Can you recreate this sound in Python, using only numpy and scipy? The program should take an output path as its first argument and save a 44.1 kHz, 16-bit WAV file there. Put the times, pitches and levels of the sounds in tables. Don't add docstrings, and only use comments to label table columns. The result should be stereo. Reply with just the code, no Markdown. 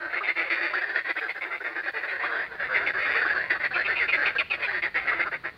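import sys
import numpy as np
from scipy import signal
from scipy.fft import rfft, irfft
from scipy.io import wavfile
from scipy.ndimage import map_coordinates

SR = 44100
rng = np.random.default_rng(int(sys.argv[2]) if len(sys.argv) > 2 else 0)


def unload_audio(sound):
    columns = np.transpose(np.atleast_2d(sound))
    steps = np.round(np.clip(columns, -1, 1) * 32767)
    wavfile.write(sys.argv[1], SR, steps.astype(np.int16))


N = 245637


def gain_of(db):
    return 10 ** (np.asarray(db) / 20)


def evened(x):
    return x / np.sqrt(np.mean(x ** 2) + 1e-20)


def at_pitch(table, hz):
    row_hz, value = np.transpose(table)
    return np.interp(np.log(hz + 1), np.log(row_hz + 1), value)


def at_time(table, seconds):
    return np.interp(seconds, *np.transpose(table))


def add(mix, start, sound):
    part = mix[max(round(start * SR), 0):][:len(sound)]
    part += sound[:len(part)]


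def colour(x, tone, size=4096):
    hz = abs(np.fft.fftfreq(size, 1 / SR))
    log_gain = np.log(evened(gain_of(at_pitch(tone, hz))))
    response = np.exp(np.conj(signal.hilbert(log_gain)))
    taps = np.fft.ifft(response).real
    return signal.oaconvolve(x, taps[:size // 2])[:N]


def resonate(x, hz, width_hz):
    turn = np.exp(2j * np.pi * np.cumsum(hz) / SR)
    decay = np.exp(-np.pi * width_hz / SR)
    smoothed = signal.lfilter([(1 - decay) ** 2], [1, -2 * decay, decay * decay], x / turn)
    return (turn * smoothed).real


def swell(progress):
    return np.abs(np.sin(np.pi * progress ** 0.79)) ** 0.66


def wash(tone, apart):
    shared, side = (colour(rng.standard_normal(N), tone) for _ in range(2))
    return evened(np.array([shared + apart * side, shared - apart * side]))


def vocal_cords(rate_hz, chance, limp, jitter=.11, shimmer_db=2):
    turns = np.cumsum(rate_hz) / SR
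    cycle = np.arange(min(int(turns[-1] + .5), len(chance)))
    click_at = np.interp(cycle + .5 + jitter * chance[cycle, 0], turns, np.arange(len(turns)))
    weakening = np.minimum(limp * click_at / len(turns), 1) * (cycle % 2)
    clicks = np.zeros(len(turns))
    clicks[click_at.astype(int)] = gain_of(shimmer_db * chance[cycle, 1]) * (1 - weakening)
    return evened(clicks)


def bounce(x, detour, longest_s=.011, strength=.45):
    lag = int((.1 + .9 * detour) * longest_s * SR)
    return x + strength * np.pad(x, (lag, 0))[:len(x)]


def vocal_sacs(drive, centre_hz, ring_db=-8):
    broad = evened(resonate(drive, centre_hz, width_hz=640))
    ring = evened(resonate(drive, centre_hz, width_hz=170))
    return evened(broad + gain_of(ring_db) * ring)


# time in seconds, relative level in dB.
BUZZ_LEVEL = [(0, -22.5), (.6, -15.5), (1.1, -12.5), (1.55, -19.5), (2.05, -13), (2.7, -19), (3.5, -16),
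              (4.1, -18.5), (4.55, -13), (5.3, -23)]
# time in seconds, pitch in Hz.
THIN_RING_PITCH = [(0.3, 3950), (.8, 4590), (1.4, 4790), (2.0, 4200), (2.75, 4860), (4.3, 4260),
                   (5.1, 4790)]


def overtones(drive, start, above_typical_db, sac_hz, centre_hz, size):
    tension = (sac_hz / 2000) ** 3
    lower = gain_of(3) * resonate(drive, 1.5 * centre_hz, width_hz=640)
    highest_db = 8 + 0.47 * above_typical_db
    highest = gain_of(highest_db) * resonate(drive, 4 * centre_hz, width_hz=1500)
    thin_hz = at_time(THIN_RING_PITCH, start) * (1 + 0.16 * (size - .5))
    thin = gain_of(12) * resonate(drive, np.full(len(drive), thin_hz), width_hz=400)
    buzz_db = at_time(BUZZ_LEVEL, start) + 0.12 * above_typical_db
    return gain_of(buzz_db) * (gain_of(-2.5) * drive + tension * (lower + highest) + thin)


def neighbours(croaks, share=.6, spread_s=.018, softer_db=9, sac_hz=1636):
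    draws = rng.standard_normal((len(croaks), 3))
    joins = rng.random(len(croaks)) < share
    return [(abs(start + spread_s * late), length * np.exp(0.22 * longer),
             db - softer_db, sac_hz * np.exp(0.15 * higher))
            for (start, length, db, _), (late, longer, higher), join in zip(croaks, draws, joins) if join]


# start in seconds, length in seconds, relative level in dB, sac pitch in Hz.
CROAKS = [(0.0, 0.12, -31, 1500), (0.093, 0.068, -38, 2030), (0.127, 0.05, -27.5, 1830),
          (0.16, 0.044, -29.2, 2060), (0.204, 0.034, -32.0, 1280), (0.229, 0.062, -31.5, 2260),
          (0.269, 0.066, -25, 2040), (0.354, 0.076, -29, 2190), (0.38, 0.074, -26, 2010),
          (0.44, 0.073, -33.5, 2130), (0.496, 0.073, -23.5, 2065), (0.545, 0.09, -29.5, 1950),
          (0.606, 0.108, -26, 1970), (0.694, 0.051, -34, 2040), (0.732, 0.036, -25.5, 1510),
          (0.758, 0.053, -28.5, 1800), (0.807, 0.057, -28, 1770), (0.888, 0.05, -30, 1750),
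          (0.943, 0.081, -25.5, 1820), (1.043, 0.078, -31.5, 1950), (1.085, 0.044, -25.0, 1920),
          (1.161, 0.048, -27, 2020), (1.204, 0.083, -28, 1640), (1.281, 0.048, -28, 2140),
          (1.347, 0.055, -31, 1704), (1.408, 0.055, -28.5, 2200), (1.445, 0.055, -32.5, 1740),
          (1.505, 0.087, -30.5, 2060), (1.602, 0.036, -32, 1590), (1.638, 0.058, -27, 1880),
          (1.692, 0.061, -35.5, 1900), (1.754, 0.074, -29, 1720), (1.828, 0.059, -32.2, 1970),
          (1.869, 0.042, -27, 1710), (1.933, 0.091, -30, 1940), (2.021, 0.052, -30.5, 1920),
          (2.073, 0.06, -30, 2095), (2.11, 0.084, -30.0, 1810), (2.186, 0.101, -30, 1990),
          (2.231, 0.062, -27, 1430), (2.278, 0.18, -29.0, 1494), (2.339, 0.15, -32, 1760),
          (2.504, 0.09, -37, 1570), (2.593, 0.101, -27, 1760), (2.685, 0.128, -27.5, 1550),
          (2.739, 0.068, -23.5, 2016), (2.785, 0.14, -30.5, 1530), (2.861, 0.065, -24.5, 2060),
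          (2.93, 0.094, -30, 1630), (2.971, 0.12, -26.5, 1984), (3.051, 0.136, -26.5, 1950),
          (3.143, 0.092, -25.0, 1945), (3.208, 0.044, -26, 1560), (3.246, 0.052, -24.5, 1494),
          (3.29, 0.057, -25.5, 1715), (3.333, 0.078, -28, 1445), (3.347, 0.14, -30, 1760),
          (3.497, 0.052, -22.5, 1880), (3.535, 0.047, -29.5, 1700), (3.593, 0.094, -29.5, 1990),
          (3.636, 0.045, -24, 1940), (3.706, 0.036, -30, 1580), (3.734, 0.058, -30, 2430),
          (3.753, 0.096, -24.5, 1654), (3.844, 0.046, -29, 2430), (3.875, 0.082, -24.5, 1770),
          (3.952, 0.062, -28, 2480), (3.991, 0.088, -24.5, 1976), (4.076, 0.05, -27, 2490),
          (4.122, 0.06, -21.5, 2060), (4.165, 0.13, -26.5, 1750), (4.214, 0.117, -30.5, 2010),
          (4.254, 0.047, -24.5, 2390), (4.35, 0.032, -27, 1550), (4.382, 0.047, -23.5, 2380),
          (4.499, 0.072, -27.5, 2420), (4.563, 0.11, -41.5, 1520), (4.621, 0.055, -26.5, 2240),
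          (4.668, 0.074, -29, 1790), (4.727, 0.083, -27.5, 1850), (4.819, 0.066, -26, 2050),
          (4.942, 0.068, -25.0, 1984), (4.95, 0.139, -33, 2030), (5.07, 0.058, -23.5, 1960),
          (5.088, 0.16, -33.5, 2040), (5.113, 0.042, -28.5, 1390), (5.19, 0.057, -24.5, 1920),
          (5.257, 0.041, -29, 1390), (5.312, 0.061, -29.0, 1900), (5.438, 0.07, -31.0, 1870)]
# frequency in Hz, boost or cut in dB.
THROAT_TONE = [(150, -55), (255, -25), (335, -2.5), (430, -6), (560, -1.5), (800, -.5), (1050, 0),
               (1350, 3), (2000, -8), (3000, -30), (6000, -65)]
# frequency in Hz, boost or cut in dB.
BUZZ_TONE = [(500, -47), (1500, 19.5), (2700, -18), (3300, 15), (3800, 2.5), (4600, -2.5), (5200, -13.5),
             (7000, -13.5), (9500, -10.5), (12000, -22.5)]
# frequency in Hz, boost or cut in dB.
CALL_TONE = [(40, -24), (190, -8.5), (300, -3.5), (3500, -0.5), (4800, 0.5), (5300, -8.5), (6000, -15.5),
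             (7000, -24), (9800, -18.5), (12500, -36)]


def frogs(click_hz=377.5, typical_db=-32, typical_sac_hz=2080):
    sacs, throat, buzz = np.zeros((3, N))
    croaks = list(CROAKS) + neighbours(CROAKS)
    chances = rng.standard_normal((len(croaks), 80, 2))
    quirks, moods = rng.random((len(croaks), 3)), rng.standard_normal((len(croaks), 2))
    air = rng.standard_normal(N + SR)
    for croak, chance, (limp, detour, size), (haste, bend) in zip(croaks, chances, quirks, moods):
        start, length, db, sac_hz = croak
        progress = np.linspace(0, 1, int(length * SR))
        push = gain_of(db) * swell(progress)
        rate_hz = click_hz * np.exp(.2 * haste) / (1 + 1.8 * progress ** 4.5)
        clicks = vocal_cords(rate_hz, chance, 1.2 * limp)
        openings = signal.lfilter([1], [1, -np.exp(-1000 / SR)], clicks)
        puffs = openings * air[int(start * SR):][:len(clicks)]
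        drive = evened(bounce(clicks + .22 * evened(puffs), detour))
        glide = .07 - .3 * np.log2(sac_hz / typical_sac_hz) + .16 * bend
        centre_hz = sac_hz * (1 + glide * (progress - .4))
        add(sacs, start, push * vocal_sacs(drive, centre_hz))
        above_typical_db = db - typical_db
        throat_db = -6.5 - 0.47 * above_typical_db
        add(throat, start, push * gain_of(throat_db) * evened(bounce(drive, size)))
        add(buzz, start, push * overtones(drive, start, above_typical_db, sac_hz, centre_hz, size))
    return .5 * colour(sacs + colour(throat, THROAT_TONE) + colour(buzz, BUZZ_TONE), CALL_TONE)


# time in seconds, head start of the left one in milliseconds.
LEFT_LEAD = [(0, -0.06), (.6, -0.024), (1.35, 0.13), (1.8, 0.097), (2.55, 0.077), (2.8, 0.045),
             (3.15, 0.0081), (3.4, -0.046), (4.5, -0.02), (5.5, -0.058)]


def direct_sound(calls):
    samples = np.arange(N)
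    lead = at_time(LEFT_LEAD, samples / SR) * SR / 1000
    return np.array([map_coordinates(calls, [samples + side * lead / 2], order=3) for side in (1, -1)])


def echoes(fade_times, tone, delay_s=0.00097, per_second=4000):
    signs = rng.choice([-1., 1.], (2, SR // 2))
    taps = signs * (rng.random((2, SR // 2)) < per_second / SR)
    hz, seconds, bands = signal.stft(taps, SR, nperseg=128)
    faded = bands * gain_of(-60 * seconds / at_pitch(fade_times, hz)[:, None])
    plain = signal.istft(faded, SR)[1]
    shaped = signal.istft(faded * gain_of(at_pitch(tone, hz))[:, None], SR)[1]
    cloud = shaped / np.linalg.norm(plain, axis=1, keepdims=True)
    return np.pad(cloud, ((0, 0), (int(delay_s * SR), 0)))


# frequency in Hz, seconds to fade by 60 dB.
REED_FADE_TIMES = [(300, 0.63), (2000, 0.31), (4500, 0.95), (9000, 0.13)]
# frequency in Hz, boost or cut in dB.
SCATTER_TONE = [(400, -21), (900, -7), (2000, -13.5), (4000, 1.5), (9000, 0)]


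def reed_bed(calls, near_fade_s=0.024, clouds=5, clouds_per_s=4):
    tail = echoes(REED_FADE_TIMES, tone=[(300, -26.5), (2000, -15)], delay_s=0.0075)
    scattered = signal.oaconvolve(calls[None], tail, axes=1)[:, :N]
    place = np.arange(N) / SR * clouds_per_s
    for cloud in range(clouds):
        distance = abs((place - cloud + 1) % clouds - 1)
        share = np.cos(np.pi / 2 * np.minimum(distance, 1))
        near_stems = echoes([(1000, near_fade_s)], SCATTER_TONE)
        scattered += signal.oaconvolve((calls * share)[None], near_stems, axes=1)[:, :N]
    return scattered


# frequency in Hz, boost or cut in dB.
RUMBLE_TONE = [(20, -11.5), (42, -10.5), (58, 5), (80, -3.5), (150, -0.5), (230, -6.5), (500, -6.5),
               (1200, -46.5)]
# time in seconds, level in dB.
RUMBLE_LEVEL = [(0, -63), (1.0, -66.5), (1.8, -66.5), (2.3, -61), (2.8, -53), (3.3, -54.5), (5.57, -55)]


def outdoor_rumble():
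    return gain_of(at_time(RUMBLE_LEVEL, np.arange(N) / SR)) * wash(RUMBLE_TONE, apart=.18)


# frequency in Hz, boost or cut in dB.
FAR_CHORUS_TONE = [(250, -33), (400, -7.5), (1000, -2.5), (1900, -1.5), (2600, -14), (4400, -8.5),
                   (6000, -42)]


def far_chorus(level_db=-55):
    return gain_of(level_db) * wash(FAR_CHORUS_TONE, apart=.4)


# frequency in Hz, boost or cut in dB.
HISS_TONE = [(200, -9), (2000, 11), (5000, 2.5), (7000, -4), (11500, -2), (15500, -2)]


def faint_hiss(level_db=-66):
    return gain_of(level_db) * wash(HISS_TONE, apart=1.0)


# start in seconds, length in seconds, level in dB.
RUSTLES = [(0.991, 0.8, -69), (1.804, 0.4, -69.5), (3.02, .22, -69)]
# frequency in Hz, boost or cut in dB.
SNAP_TONE = [(1000, -30), (4000, 1), (9000, -2.5), (15500, 0.5)]


def rustling_reeds(snaps_per_s=500, spread_db=4):
    push = np.zeros(N)
    for start, length, db in RUSTLES:
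        add(push, start, gain_of(db) * swell(np.linspace(0, 1, int(length * SR))))
    snaps = rng.random((2, N)) < snaps_per_s / SR
    strength = gain_of(spread_db * np.minimum(rng.exponential(1, (2, N)), 4))
    return push * evened(np.array([colour(side, SNAP_TONE) for side in snaps * strength]))


def scene():
    calls = frogs()
    chorus = gain_of(0.51) * (direct_sound(calls) + reed_bed(calls))
    return chorus + outdoor_rumble() + far_chorus() + faint_hiss() + rustling_reeds()


def record(dry, bass_tilt_db=-1.8, treble_tilt_db=0.63, cutoff_hz=15800):
    tilt_db = at_pitch([(350, bass_tilt_db), (1800, treble_tilt_db)], np.fft.rfftfreq(N, 1 / SR))
    heard = irfft(rfft(dry) * gain_of(np.array([tilt_db, -tilt_db]) / 2), N)
    treble_cut = signal.firwin(511, cutoff_hz, window=("kaiser", 9), fs=SR)
    return signal.oaconvolve(heard, treble_cut[None], "same")


dry = scene()
out = record(dry)
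unload_audio(out)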